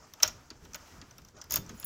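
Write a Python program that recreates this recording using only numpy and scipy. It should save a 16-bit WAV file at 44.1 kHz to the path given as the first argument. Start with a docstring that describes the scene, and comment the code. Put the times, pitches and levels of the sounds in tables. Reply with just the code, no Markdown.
"""Low rumble, the hush of an entrance and faint rubbing come first; then a key is turned in a deadbolt in a
wooden door, turned back and pulled out, close to a phone microphone. Each contact is a short chatter of clicks
that rings the modes of lock, key and door; the pins drop as the key leaves, its blade scrapes out as dense
grains, the keys on the ring jingle and the door thuds softly in its frame. Rumble and hush are banded noise;
allpasses and feedback delays make the room."""
import sys
import numpy as np
from scipy import signal
from scipy.io import wavfile

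SR = 44100
rng = np.random.default_rng(int(sys.argv[2]) if len(sys.argv) > 2 else 0)


def nominal_scale(level):
    """Amplitude ratio for a level in decibels (scalar or array-like)."""
    x = np.asarray(level, float) / 20
    return 10 ** x


def log_audio(samples):
    """Write samples as a 16-bit WAV file to the path given in sys.argv[1]."""
    # one column per channel
    frames = np.atleast_2d(samples).T
    # limit to full scale, then quantise
    limited = np.clip(frames, -1, 1)
    pcm = np.round(limited * 32767).astype(np.int16)
    wavfile.write(sys.argv[1], SR, pcm)


N = 81585  # length in samples


def rms_one(x):
    """Scales a signal to rms 1."""
    return x / np.sqrt(np.mean(x ** 2) + 1e-20)


def level(rows):
    """A curve of (s, dB) as gain: silent before it, and after it unless it runs past 1.8 s."""
    s, db = np.transpose(rows)
    after_db = db[-1] if s[-1] > 1.8 else -200
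    return nominal_scale(np.interp(np.arange(N) / SR, s, db, left=-200, right=after_db))


def drift(rate):
    """Slow chance of spread 1: noise through two equal one-pole low-passes at rate Hz."""
    every = 40  # samples between drawn points
    pole = np.exp(-2 * np.pi * rate * every / SR)
    noise = rng.standard_normal(N // every + 2002)
    slow = signal.lfilter([1], [1, -2 * pole, pole ** 2], noise)[2000:]
    return np.interp(np.arange(N) / every, np.arange(len(slow)), rms_one(slow))


def banded_noise(spectrum, patchy_db, rate):
    """Third-octave bands of noise that flicker twice as much together as each alone; rms 1."""
    hz, db = np.transpose(spectrum)
    edges = 20 * 2 ** np.arange(0, 9.8, 1 / 3)
    white = rng.standard_normal((2, N + 8000))  # neighbouring bands take different noise
    together = drift(rate)
    out = 0
    for k, (low, high) in enumerate(zip(edges, edges[1:])):
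        mid = np.sqrt(low * high)
        if hz[0] < mid < hz[-1]:
            band_pass = signal.butter(2, [low, high], "band", fs=SR, output="sos")
            band = signal.sosfilt(band_pass, white[k % 2])[8000:]
            flicker_db = patchy_db * (2 * together + drift(rate))
            out = out + band * nominal_scale(np.interp(np.log(mid), np.log(hz), db) + flicker_db)
    return rms_one(out)


def ring(clicks, hz, t60):
    """A damped resonator: a unit click sets a sine of height 1 ringing, for at least 2 ms to -60 dB."""
    r = nominal_scale(-60 / (max(t60, .002) * SR))
    w = 2 * np.pi * hz / SR
    return signal.lfilter([0, np.sin(w)], [1, -2 * r * np.cos(w), r * r], clicks + 1e-18)


def strike(modes, s, db, favour_hz=None, width_oct=1., scatter_db=4, most_db=12, lag_cycles=0):
    """Every click rings every mode at its own strength, less those far from the favoured pitch."""
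    out = np.zeros(N)
    for k, (hz, mode_db, t60) in enumerate(modes):
        at = np.clip(((s + lag_cycles / hz) * SR).astype(int), 0, N - 1).ravel()
        own_db = scatter_db * rng.standard_normal(s.shape)
        if favour_hz is not None:
            octaves_off = np.log2(hz / favour_hz)
            own_db = own_db - np.minimum(6 * (octaves_off / width_oct) ** 2, most_db)
        sign = rng.choice([-1, 1], s.shape)
        sign[:, 0] = (-1) ** k  # the first click alternates in sign from mode to mode
        heights = nominal_scale(db + mode_db + own_db) * sign
        out += ring(np.bincount(at, heights.ravel(), N), hz, t60)
    return out


def grains(modes, per_s):
    """Friction as dense uneven clicks, each dealt to one mode by chance; rms 1."""
    heights = nominal_scale(2.8 * np.minimum(rng.exponential(1, N), 5))
    happens = rng.random(N) < per_s / SR
    clicks = heights * rng.choice([-1, 1], N) * happens
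    dealt = rng.integers(0, len(modes), N)
    out = np.zeros(N)
    for k, (hz, db, t60) in enumerate(modes):
        out += nominal_scale(db) * ring(clicks * (dealt == k), hz, t60)
    return rms_one(out)


def crowded(strength, count):
    """Modes (Hz, dB) spread evenly in pitch, slightly out of line."""
    hz, db = np.transpose(strength)
    crowd = np.geomspace(hz[0], hz[-1], count) * rng.uniform(.98, 1.02, count)
    return zip(crowd, np.interp(np.log(crowd), np.log(hz), db))


def bodies():
    """Modes (Hz, dB, t60 in s) of lock, key and door; the door's low modes ring longest."""
    # Modes of the lock. Each row: pitch in Hz, strength in dB.
    lock_modes = [(4550, -2.5), (4950, 3.5), (5230, 4), (5600, 3.5), (5950, 3.5), (6300, 1), (6650, 4),
                  (7000, 0.5), (7400, -0.5), (8200, -10.5), (8900, -13)]
    # Strength curve of the key's crowded modes. Each row: pitch in Hz, strength in dB.
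    key_strength = [(9700, -15), (11800, -8), (13700, -5.5), (15500, -3.5)]
    # Strength curve of the door's crowded modes. Each row: pitch in Hz, strength in dB.
    door_strength = [(480, -17), (620, -7), (760, -17), (910, -7), (1060, -13), (1250, -3), (2400, -5),
                     (3100, -1), (4300, 0)]
    lock = [(hz, db, 0.021) for hz, db in lock_modes]
    key = [(hz, db, 0.0071) for hz, db in crowded(key_strength, count=12)]
    door = [(hz, db, 0.038 * np.sqrt(1000 / hz)) for hz, db in crowded(door_strength, count=26)]
    return lock, key, door


def rumble():
    """Low noise with a hum that wavers, since noise drives its resonator."""
    # Loudness of the rumble. Each row: time in seconds, level in dB.
    rumble_level = [(0, -63.5), (.21, -64), (.25, -48), (.39, -57.5), (.48, -59.5), (.53, -52.5),
                    (.73, -59.5), (.92, -59.5), (1.05, -55.5), (1.15, -58), (1.5, -61), (1.595, -39.5),
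                    (1.67, -54), (1.73, -46), (1.82, -59), (1.85, -47)]
    # Spectrum of the rumble. Each row: frequency in Hz, relative density in dB per Hz.
    rumble_colour = [(13, -35), (22, -9.5), (65, 4), (178, -1.5), (237, -5.5), (500, -11), (650, -40)]
    hum = rms_one(ring(rng.standard_normal(N), hz=60.2, t60=0.066))
    noise = banded_noise(rumble_colour, patchy_db=1.52, rate=6.4)
    return level(rumble_level) * (noise + nominal_scale(-11.5) * hum)


def hush():
    """The soft wide noise of the entrance, rising and sinking."""
    # Loudness of the hush. Each row: time in seconds, level in dB.
    hush_level = [(0, -65), (.33, -56.5), (.48, -65.5), (.62, -65.5), (.82, -59), (1.19, -65), (1.42, -71),
                  (1.66, -58.5), (1.85, -56)]
    # Spectrum of the hush. Each row: frequency in Hz, relative density in dB per Hz.
    hush_colour = [(150, -37), (250, -2), (450, -9.5), (1000, -6.5), (2100, -10), (4050, -16),
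                   (6200, -10.5), (9010, -25.5), (16000, -22)]
    return level(hush_level) * banded_noise(hush_colour, patchy_db=1.0, rate=10)


def entrance(x):
    """Three short allpasses smear the sound; ten feedback delays, duller on every round, prolong it."""
    t60_s, wall_cut_hz = 0.29, 10100
    for lag in (37, 89, 173):  # samples
        b = np.r_[-.65, np.zeros(lag - 1), 1]
        x = signal.lfilter(b, b[::-1], x + 1e-18)
    dull = np.exp(-2 * np.pi * wall_cut_hz / SR)
    lags = (rng.uniform(.004, .022, 10) * SR).astype(int)
    out = np.zeros(N)
    for k, lag in enumerate(lags):
        loop, state = x.copy(), [0.]
        gain = nominal_scale(-60 * lag / SR / t60_s)
        for i in range(lag, N, lag):
            back, state = signal.lfilter([gain * (1 - dull)], [1, -dull], loop[i - lag:i], zi=state)
            loop[i:i + lag] += back[:N - i]
        out += (loop - x) * (-1) ** k
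    return out


def thuds():
    """The door shifts in its frame: a soft push rings three neighbouring low modes."""
    # Each row: time in seconds, push in dB before softening, pitch of the middle mode in Hz.
    shifts = [(0.511, -41, 318), (1.022, -45, 280), (1.584, -40.5, 150), (1.744, -43, 180)]
    out = np.zeros(N)
    for s, db, hz in shifts:
        push = np.zeros(N)
        push[int(s * SR)] = nominal_scale(db)
        t60 = 18.5 / hz  # 18.5 cycles of the middle mode
        for ratio, gain in ((.75, .5), (1, -1), (1.3, .8)):
            out += gain * ring(push, hz * ratio, t60)
    return signal.lfilter([.0036], [1, -1.88, .8836], out)  # two one-pole low-passes near 430 Hz


def rubbing(lock, door):
    """Fingers and key rub, faint and uneven: grains mostly low in the door, some in the lock."""
    # Fingers and key heard through the door. Each row: time in seconds, level in dB before the band-pass.
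    rub_level = [(0, -55.5), (.05, -54.5), (.12, -71), (.19, -53), (.34, -57), (.72, -64.5), (.82, -52),
                 (.9, -66), (1.0, -54.5), (1.15, -66.5), (1.335, -67), (1.37, -51.5), (1.455, -53.5),
                 (1.49, -70), (1.6, -54.5), (1.85, -64)]
    # Edges of the dull band: low in Hz, high in Hz.
    rub_band = (570, 1407)
    per_s = 6000
    band_pass = signal.butter(2, rub_band, "band", fs=SR, output="sos")
    dull = signal.sosfilt(band_pass, grains(door, per_s))
    uneven = nominal_scale(drift(23))
    return level(rub_level) * uneven * (dull + nominal_scale(-10) * grains(lock, per_s))


def jingles(key, count=8):
    """Loose keys touch: a firm click and a run of faint ones ring long modes, with a dry rattle."""
    # Touches on the ring. Each row: start in seconds, level in dB, favoured pitch in Hz.
    touches = [(1.752, -61, 14915), (1.766, -60, 11120), (1.776, -57, 6815), (1.8015, -48, 11120),
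               (1.811, -52, 7000), (1.8450, -27.5, 13800)]
    # Long modes of the loose keys. Each row: pitch in Hz, strength in dB, t60 in seconds.
    loose_keys = [(6815, 0, .11), (7530, -5, .08), (11120, 0, .1), (14915, 0, .14)]
    s, db, hz = np.transpose(touches)[:, :, None]
    faint = np.arange(count) > 0
    s = s + .022 * faint * rng.random((len(s), count))
    db = db - 11 * faint
    tones = strike(loose_keys, s, db, hz, width_oct=.3, scatter_db=2, most_db=24)
    rattle = strike(key, s, db - 12)
    return tones + rattle


def scrape(lock, key, door):
    """The key blade scrapes out past the pins: dense grains in lock, key and door."""
    # Loudness of the scrape in the lock. Each row: time in seconds, level in dB.
    scrape_level = [(1.498, -52), (1.506, -47.5), (1.525, -37), (1.545, -42.5), (1.575, -37), (1.59, -71),
                    (1.62, -60)]
    per_s = 4900
    mix = grains(lock, per_s)
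    mix += nominal_scale(-6) * grains(key, per_s)
    mix += nominal_scale(-6.5) * grains(door, per_s)
    return level(scrape_level) * mix


def contacts(lock, key, door, count=24):
    """One firm click and a dying chatter of tiny ones; the door answers later. Returns lock, rest."""
    # Contacts of key, pins and bolt. Each row: start in seconds, level in dB before the offset of each body,
    # pitch the lock favours in Hz, key and door in dB over that level before theirs, chatter time in seconds.
    touches = [(0.1362, -39, 5930, -3.5, -8.5, 0.0011), (0.2006, -37.5, 6140, -15, -4.5, 0.0023),
               (0.225, -22.5, 5540, -6, -6, 0.0014), (0.2283, -14, 6020, -9, -8.5, 0.0019),
               (0.2317, -4, 5370, -14, -24.5, 0.0014), (.2380, -28, 6300, -3, 2.5, 0.0066),
               (0.2764, -19.5, 6430, -13.5, -17, 0.006), (0.503, -30, 4570, -28, -13.5, 0.0044),
               (0.65, -47, 6100, -7, -3, 0.0033), (0.7337, -36, 6160, -12.5, -13.5, 0.00064),
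               (0.7447, -24, 6460, -18.5, -13, 0.004), (0.7555, -40, 5530, 3, -10, 0.0032),
               (1.0142, -36.5, 4710, -39.5, -9.5, 0.0034), (1.109, -45, 6000, -14.5, -9.5, 0.0024),
               (1.181, -44.5, 5700, -1, -6.5, 0.0026), (1.2178, -48, 6220, -10, -13, 0.0019),
               (1.248, -45.5, 5900, -8.5, -13.5, 0.0035), (1.2851, -46.5, 5930, -11, -13.5, .002),
               (1.345, -68, 6330, -22, 7, 0.0038), (1.367, -53.5, 6150, -30, -1, 0.0042),
               (1.385, -55, 6100, -3, -3, 0.0022), (1.4142, -32, 5930, -23, -16, .002),
               (1.4190, -40.5, 5000, -11, -12, .002), (1.4406, -43, 5200, -5.5, -13, 0.0014),
               (1.5083, -21, 6570, -4.5, -17, 0.00072), (1.5215, -23, 5520, 3, -21, 0.00099),
               (1.532, -26, 6980, 0, -17, 0.00091), (1.5392, -23.5, 6550, 5, -9.5, 0.0018),
               (1.5580, -18, 6610, 5, -15, 0.00067), (1.5631, -24, 6700, -5, -9.5, 0.0011),
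               (1.5690, -27.5, 4660, -18, -7.5, 0.0038), (1.6628, -43, 5850, -11, -29, 0.0023),
               (1.6922, -35.5, 6300, -14, -8.5, 0.0049), (1.7985, -42, 5520, 10.5, -12, 0.0023),
               (1.827, -38.5, 5140, -21, -4.5, 0.0042)]
    lock_db, key_db, door_db, firm_db = -16, -10, -13.5, 5  # firm: first click over the chatter
    s, db, hz, key_extra_db, door_extra_db, chatter = np.transpose(touches)[:, :, None]
    late = (np.arange(count) + rng.random((len(s), count))) * 3.5 / count  # in chatter times
    when = chatter * late
    first = np.arange(count) == 0
    size_db = np.where(first, firm_db, 1.5 * rng.standard_normal(late.shape))
    db = db - 9.32 * late + size_db

    lock_sound = strike(lock, s + when, db + lock_db, hz, width_oct=0.087)
    key_sound = strike(key, s + when, db + key_extra_db + key_db)
    # the door chatters 2.5 times longer, without the firm click, and each mode answers 3 cycles late
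    wood_db = db - firm_db * first + door_extra_db + door_db
    wood = strike(door, s + 2.5 * when, wood_db, lag_cycles=3)
    low_cut = signal.butter(2, 250, "high", fs=SR, output="sos")
    return lock_sound, key_sound + signal.sosfilt(low_cut, wood)


def scene():
    """Rumble and hush below, rubbing, then lock, key and door close by with a little of the room."""
    lock, key, door = bodies()
    background = rumble() + hush()
    clicks, near = contacts(lock, key, door)
    near += scrape(lock, key, door) + jingles(key) + thuds()
    into_room = near + nominal_scale(-2.5) * clicks  # the lock is heard close, less through the room
    room = nominal_scale(-25) * entrance(into_room)
    mix = clicks + near + room + rubbing(lock, door) + background
    return mix[None]


def band_limit(x):
    """A steep low-pass at the top of the band."""
    return signal.sosfilt(signal.butter(12, 16850, fs=SR, output="sos"), x)


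def record(dry):
    """A steep low-pass cuts the top, 40 dB down from 16.6 kHz."""
    top_cut = signal.cheby2(10, 40, 16600, fs=SR, output="sos")
    mix = signal.sosfilt(top_cut, dry)
    return band_limit(mix)


dry = scene()
out = record(dry)
log_audio(out)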